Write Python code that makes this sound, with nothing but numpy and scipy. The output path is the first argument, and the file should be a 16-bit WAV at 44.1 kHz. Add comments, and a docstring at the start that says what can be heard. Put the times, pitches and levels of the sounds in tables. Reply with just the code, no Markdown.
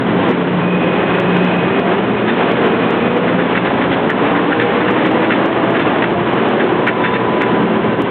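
"""A rubber-tyred people mover accelerates past a platform and away along its elevated guideway.
From the start tyres roar on concrete, the drive whines upward over an electrical hum, and steady tones sing.
Collector shoes squeal early on; from 2.3 s the running gear clatters over joints amid short squeaks.
A faint bright tick comes near the end. Gain control holds the level down in a narrow band.
Sources are shaped noise, swept or steady lines with random flutter, and noise-driven rail resonances."""
import sys
import numpy as np
from scipy import signal
from scipy.fft import rfft, irfft
from scipy.io import wavfile
from scipy.ndimage import uniform_filter1d

SR = 44100
rng = np.random.default_rng(int(sys.argv[2]) if len(sys.argv) > 2 else 0)


def put_to_file(sound):
    """Save the sound as 16-bit audio at rate SR, in the file named by the first command-line argument."""
    columns = np.atleast_2d(sound).T  # one column per channel
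    safe = np.clip(columns, -1, 1)
    whole_steps = np.round(safe * 32767)
    wavfile.write(sys.argv[1], SR, whole_steps.astype(np.int16))


N = 357342
T = np.arange(N) / SR

# hiss spectrum, shared by tyres and clacks: (frequency [Hz], relative density [dB])
HISS_SPECTRUM = [(600, -25), (1100, -2.5), (1700, -2), (2300, -6.5), (3000, -9), (3500, -13.5), (3900, -24),
                 (4300, -28.5)]


def amp(db):
    """Decibels to gain."""
    return 10 ** (np.asarray(db) / 20)


def unit(x):
    """Scales to rms 1."""
    return x / np.sqrt(np.mean(abs(x) ** 2) + 1e-20)


def curves(rows):
    """Interpolates each column of a table over the whole time; the first column is time [s]."""
    time_s, *columns = np.transpose(rows)
    return [np.interp(T, time_s, column) for column in columns]


def noise(points):
    """Gaussian noise of rms 1, its spectrum interpolated over log frequency."""
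    point_hz, point_db = np.transpose(points)
    f_hz = np.fft.rfftfreq(N, 1 / SR)
    gain = amp(np.interp(np.log(f_hz + 1), np.log(point_hz), point_db))
    return unit(irfft(rfft(rng.standard_normal(N)) * gain, N))


def drift(rate_hz):
    """Slow random curve of rms 1, moving at up to about the given rate."""
    count, control_hz = 8192, 800
    f_hz = np.fft.rfftfreq(count, 1 / control_hz)
    lowpass = np.exp(-(f_hz / rate_hz) ** 2)
    slow = irfft(rfft(rng.standard_normal(count)) * lowpass)
    return unit(np.interp(T, np.arange(len(slow)) / control_hz, slow))


def tone(hz, rough, width_hz):
    """A line of rms 1; scattered reflections make its height and phase flutter."""
    flutter = 1 + rough * (drift(width_hz) + 1j * drift(width_hz))
    phase = 2 * np.pi * np.cumsum(hz * np.ones(N)) / SR
    return unit((flutter * np.exp(1j * phase)).real)


def band(x, hz, kind):
    """Zero-phase Butterworth low-pass or high-pass."""
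    return signal.sosfiltfilt(signal.butter(3, hz, kind, fs=SR, output="sos"), x)


def swell(start_s, end_s, ramp_s=0.14):
    """A level that rises, holds and falls linearly."""
    return np.clip(np.minimum(T - start_s, end_s - T) / ramp_s, 0, 1)


def tyres(rumble_db=-30.5, hiss_db=1.5, split_hz=175, top_hz=1300, jolt_db=0.96, sway_db=.5,
          grit_db=0.06, near_db=-22.5, near_s=5.1, near_half_s=1.8):
    """Rumble, roar and hiss of the tread; the uneven concrete shakes roar and hiss together."""
    # rolling noise: (time [s], roar level [dB], hiss level before trim [dB])
    rolling_levels = [(.05, -19.5, -29.5), (.27, -11, -21), (.52, -18.5, -28.5), (1.15, -14, -22),
                      (1.6, -14.5, -23), (2.1, -15.5, -25.5), (2.55, -11.5, -20), (3.15, -15, -24.5),
                      (3.75, -15.5, -24), (4.25, -15.5, -25), (4.65, -14.5, -22), (5.15, -12.5, -21.5),
                      (5.55, -13.5, -23.5), (6.18, -15.5, -25), (6.5, -12.5, -23), (6.75, -14.5, -25.5),
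                      (7.3, -18, -27.5), (7.53, -12, -24), (7.9, -18.5, -29)]
    # roar spectrum: (frequency [Hz], relative density [dB])
    roar_spectrum = [(25, -39), (50, -28), (85, -13), (125, -6.5), (190, 0), (260, 0), (400, 0),
                     (520, -4.5), (640, -6.5), (850, -8), (1060, -8.5), (1250, -12), (2500, -20.5),
                     (4300, -42)]
    roar_level_db, hiss_level_db = curves(rolling_levels)
    rolling = noise(roar_spectrum)
    jolts_db = jolt_db * drift(22) + sway_db * drift(6)
    deep = unit(band(rolling, split_hz, "lowpass"))
    deep = deep * amp(rumble_db + 2.2 * drift(6.1))
    body = band(band(rolling, split_hz, "highpass"), top_hz, "lowpass")
    body = unit(body) * amp(roar_level_db + jolts_db)
    tread = noise(HISS_SPECTRUM) * amp(hiss_level_db + hiss_db + jolts_db + grit_db * drift(60))
    # the middle range opens up while the cars are abreast
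    abreast = noise([(300, -27), (520, -4.0), (800, -5.5), (1080, -4.0), (1500, -13.5), (4000, -42.5)])
    nearness = np.exp(-((T - near_s) / near_half_s) ** 2 / 2)
    return deep + body + tread + abreast * amp(near_db + jolts_db) * nearness


def drive(hum_hz=179, mains_hz=120.6, mains_db=-33):
    """Gear tones climb with the speed and flare at each body resonance; the electrical hum stays put."""
    # gear mesh rate as the train gathers speed: (time [s], rate [Hz])
    mesh_rate = [(0, 128), (1.3, 180), (3.05, 238), (3.35, 254), (5.2, 320), (5.7, 336), (6.5, 356),
                 (8.1, 403)]
    # drive tones: (multiple of mesh rate [-], loudest time [s], half length to 1/e [s],
    # level before body lift [dB], roughness [0-1])
    shafts = [(1, 4.6, 5.6, -26.5, .25), (2, 2.36, 2.2, -27.5, .6), (2, 5.8, 0.91, -36.5, .4),
              (1.575, 4.65, .6, -24.5, 0.3), (2.7, 4.6, 1.1, -35, .35), (3.15, 0.98, .28, -27.5, .45),
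              (3.15, 3.7, 0.38, -31, .45), (3.5, 1.9, 0.18, -30.5, 0.5), (19.3, 0.91, 0.25, -46.5, .37),
              (14.5, 1.85, 0.31, -44, .37)]
    # body resonances: (centre [Hz], full width at half the dB lift [Hz], lift [dB])
    panels = [(179, 9, 6), (197.4, 6, 7), (209.6, 7.3, 7), (241, 23, 8.5), (291.3, 7.7, 7),
              (321.2, 21, 9.5), (359.4, 15, 6.5), (386, 7, 5), (414.6, 26, 6), (482, 42, 5), (508, 14, 8),
              (556, 13, 11.5), (668, 22, 13), (696, 11, 9.5), (798, 40, 9.5)]
    # traction hum: (time [s], level [dB])
    hum_levels = [(0, -22), (.78, -16.5), (1, -26), (1.38, -11.5), (1.65, -24), (2.35, -29), (3.4, -22),
                  (3.7, -32), (4.45, -25), (4.8, -35), (7.3, -42), (7.65, -19.5), (8.1, -50)]
    mesh_hz, = curves(mesh_rate)
    hum_level_db, = curves(hum_levels)
    out = amp(hum_level_db) * tone(hum_hz, rough=.12, width_hz=7)
    for multiple, loudest_s, half_s, db, rough in shafts:
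        hz = multiple * mesh_hz
        lift_db = sum(lift * np.exp(-(2 * (hz - centre_hz) / width_hz) ** 2 * np.log(2))
                      for centre_hz, width_hz, lift in panels)
        passing = np.exp(-((T - loudest_s) / half_s) ** 2)
        out += amp(db + lift_db) * passing * tone(hz, rough, width_hz=14)
    return out + amp(mains_db) * tone(mains_hz, rough=.35, width_hz=7.7)


def singing_tones():
    """Single tones of fixed pitch swell and fade."""
    # (start [s], end [s], frequency [Hz], level [dB])
    tones = [(-.3, .7, 934, -37), (-.3, 1.6, 1044, -37), (-.1, .55, 256, -25), (6.65, 7.7, 997, -25.5),
             (7.45, 8.4, 1003, -34), (7.6, 8.4, 1046, -35), (7.45, 8.4, 1545, -35), (7.55, 8.4, 2735, -43),
             (7.45, 7.95, 215, -22), (7, 7.5, 455, -28), (7.85, 8.4, 402, -25)]
    return sum(amp(db) * swell(start_s, end_s) * tone(hz, rough=.22, width_hz=12)
               for start_s, end_s, hz, db in tones)


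def shoe_squeal(rasp=0.28, waver_db=0.9, wander_hz=5):
    """Collector shoes squeal thinly on the power rail, with wandering pitch and a slight rasp."""
    # (start [s], end [s], mean frequency [Hz], mean level before rasp [dB])
    squeals = [(.55, 1.95, 2489, -33), (.62, 1.8, 2534, -33), (1.95, 2.65, 2489, -36),
               (2.55, 3.2, 2489, -32)]
    out = np.zeros(N)
    for start_s, end_s, mean_hz, db in squeals:
        level = amp(db + waver_db * drift(3.4)) * swell(start_s, end_s)
        out += level * tone(mean_hz + wander_hz * drift(12), rough=0.23, width_hz=26)
    return out * (1 + rasp * drift(55))


def clacks(level_db=-8.5, rise_s=0.0026, ring_db=-4.5, bright_db=-2.0, chatter_db=2.5, ring_db_per_s=0.5):
    """Each joint sets off a short dense chatter; later clacks drive the ringing rail harder."""
    # running gear over joints: (time [s], relative level [dB], treble relative to middle before trim [dB])
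    joints = [(2.276, -12.5, -7), (3.269, -11, -11), (3.382, -12.5, -13), (3.550, -5, -16.5),
              (3.647, -10, -9), (3.812, -11.5, -13.5), (3.915, -11, -4.5), (4.092, -10.5, -16),
              (4.252, -12.5, -9.5), (4.349, -10, -12.5), (4.506, -9.5, -18.5), (4.597, -7, -6.5),
              (4.793, -13, -10), (4.868, -12.5, -11.5), (4.963, -10.5, -12), (5.043, -12.5, -10),
              (5.22, -11, -11.5), (5.301, -4.5, -16.5), (5.745, -8.5, -11.5), (5.792, -10, -5),
              (5.856, -11.5, -16.5), (6.020, -8.5, -9), (6.590, -11, -19), (6.866, -5, -16),
              (7.037, -7.5, -16), (7.135, -11.5, -10), (7.407, -6.5, -14)]
    # clack spectrum: (frequency [Hz], relative density [dB])
    clack_spectrum = [(400, -17), (1050, -5.5), (1400, 3.5), (1800, 6), (2300, -2), (3000, -8), (3600, -21),
                      (4300, -41)]
    # rail resonances: (frequency [Hz], relative level [dB], 60 dB decay time [s])
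    rail_modes = [(1720, -11, 0.033), (1396, -22, 0.07), (2280, -13, 0.12), (2666, -11, 0.071),
                  (3510, -17, 0.13)]
    hold_s, fall_s, tail_db, tail_t60_s = .028, .012, -11, .3
    middle_power, treble_power = np.zeros((2, N))
    for start_s, db, treble_db in joints:
        age_s = np.maximum(T - start_s, 0)
        rattle = np.exp(-np.maximum(age_s - hold_s, 0) / fall_s)
        echo = amp(tail_db - 60 * np.minimum(age_s / tail_t60_s, 2))
        attack = np.minimum(age_s / rise_s, 1)
        power = (amp(db) * attack) ** 2 * (rattle ** 2 + echo ** 2)
        middle_power += power
        treble_power += power * amp(treble_db) ** 2
    # the chatter is too dense to hear as single impacts
    chatter = np.sqrt(middle_power) * noise(clack_spectrum)
    treble = unit(band(noise(HISS_SPECTRUM), 2700, "highpass"))
    chatter += amp(bright_db) * np.sqrt(treble_power) * treble
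    chatter *= unit(amp(chatter_db * drift(340)))

    ring_s = T[:SR // 2]
    push = np.sqrt(middle_power) * amp(ring_db_per_s * T) * rng.standard_normal(N)
    rail = np.zeros(N)
    for hz, db, t60_s in rail_modes:
        ring = np.sin(2 * np.pi * hz * ring_s) * amp(-60 * ring_s / t60_s)
        rail += amp(db) * unit(signal.fftconvolve(push, ring)[:N])
    return amp(level_db) * (chatter + amp(ring_db) * chatter.std() * rail)


def squeaks(hz=3586, half_s=0.035):
    """One rough high note, sounding for an instant at a time."""
    # (time [s], level [dB])
    squeak_levels = [(2.30, -34), (2.461, -38), (3.95, -43), (7.05, -39), (7.15, -36)]
    level = sum(amp(db) * np.exp(-((T - peak_s) / half_s) ** 2) for peak_s, db in squeak_levels)
    return level * tone(hz, rough=0.5, width_hz=60)


def tick(start_s=8.0208, level_db=-16, decay_s=.00005):
    """A single sharp exponential spike that reaches high into the treble."""
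    age_s = T - start_s
    return amp(level_db) * (age_s >= 0) * np.exp(-abs(age_s) / decay_s)


def scene():
    """Tyres, drive, tones, squeals, clacks and squeaks of the passing train, in mono."""
    return (tyres() + drive() + singing_tones() + shoe_squeal() + clacks() + squeaks())[None]


def lowpass_fir(x, taps, hz):
    """Linear-phase low-pass, without delay."""
    return signal.oaconvolve(x, signal.firwin(taps, hz, window=("kaiser", 9), fs=SR), "same")


def record(dry, threshold_db=-6.0, recovery_db_per_s=57.0, gain_db=1.0, ceiling=.7):
    """Gain control ducks at peaks and recovers; a narrow band and clipping precede the wide-band tick."""
    voice_band_hz, edge_hz = 4200, 15900
    x = amp(gain_db) * dry[0]
    over_db = np.maximum(20 * np.log10(abs(x) + 1e-9) - threshold_db, 0)
    # peak hold of the excess, falling at the recovery rate
    recovered_db = recovery_db_per_s * T
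    held_db = np.maximum.accumulate(over_db + recovered_db) - recovered_db
    x = x * amp(-.6 * uniform_filter1d(held_db, size=90))
    x = lowpass_fir(x, 301, voice_band_hz)
    x = np.clip(x, -ceiling, ceiling) + tick()
    return lowpass_fir(x, 511, edge_hz)[None]


dry = scene()
out = record(dry)
put_to_file(out)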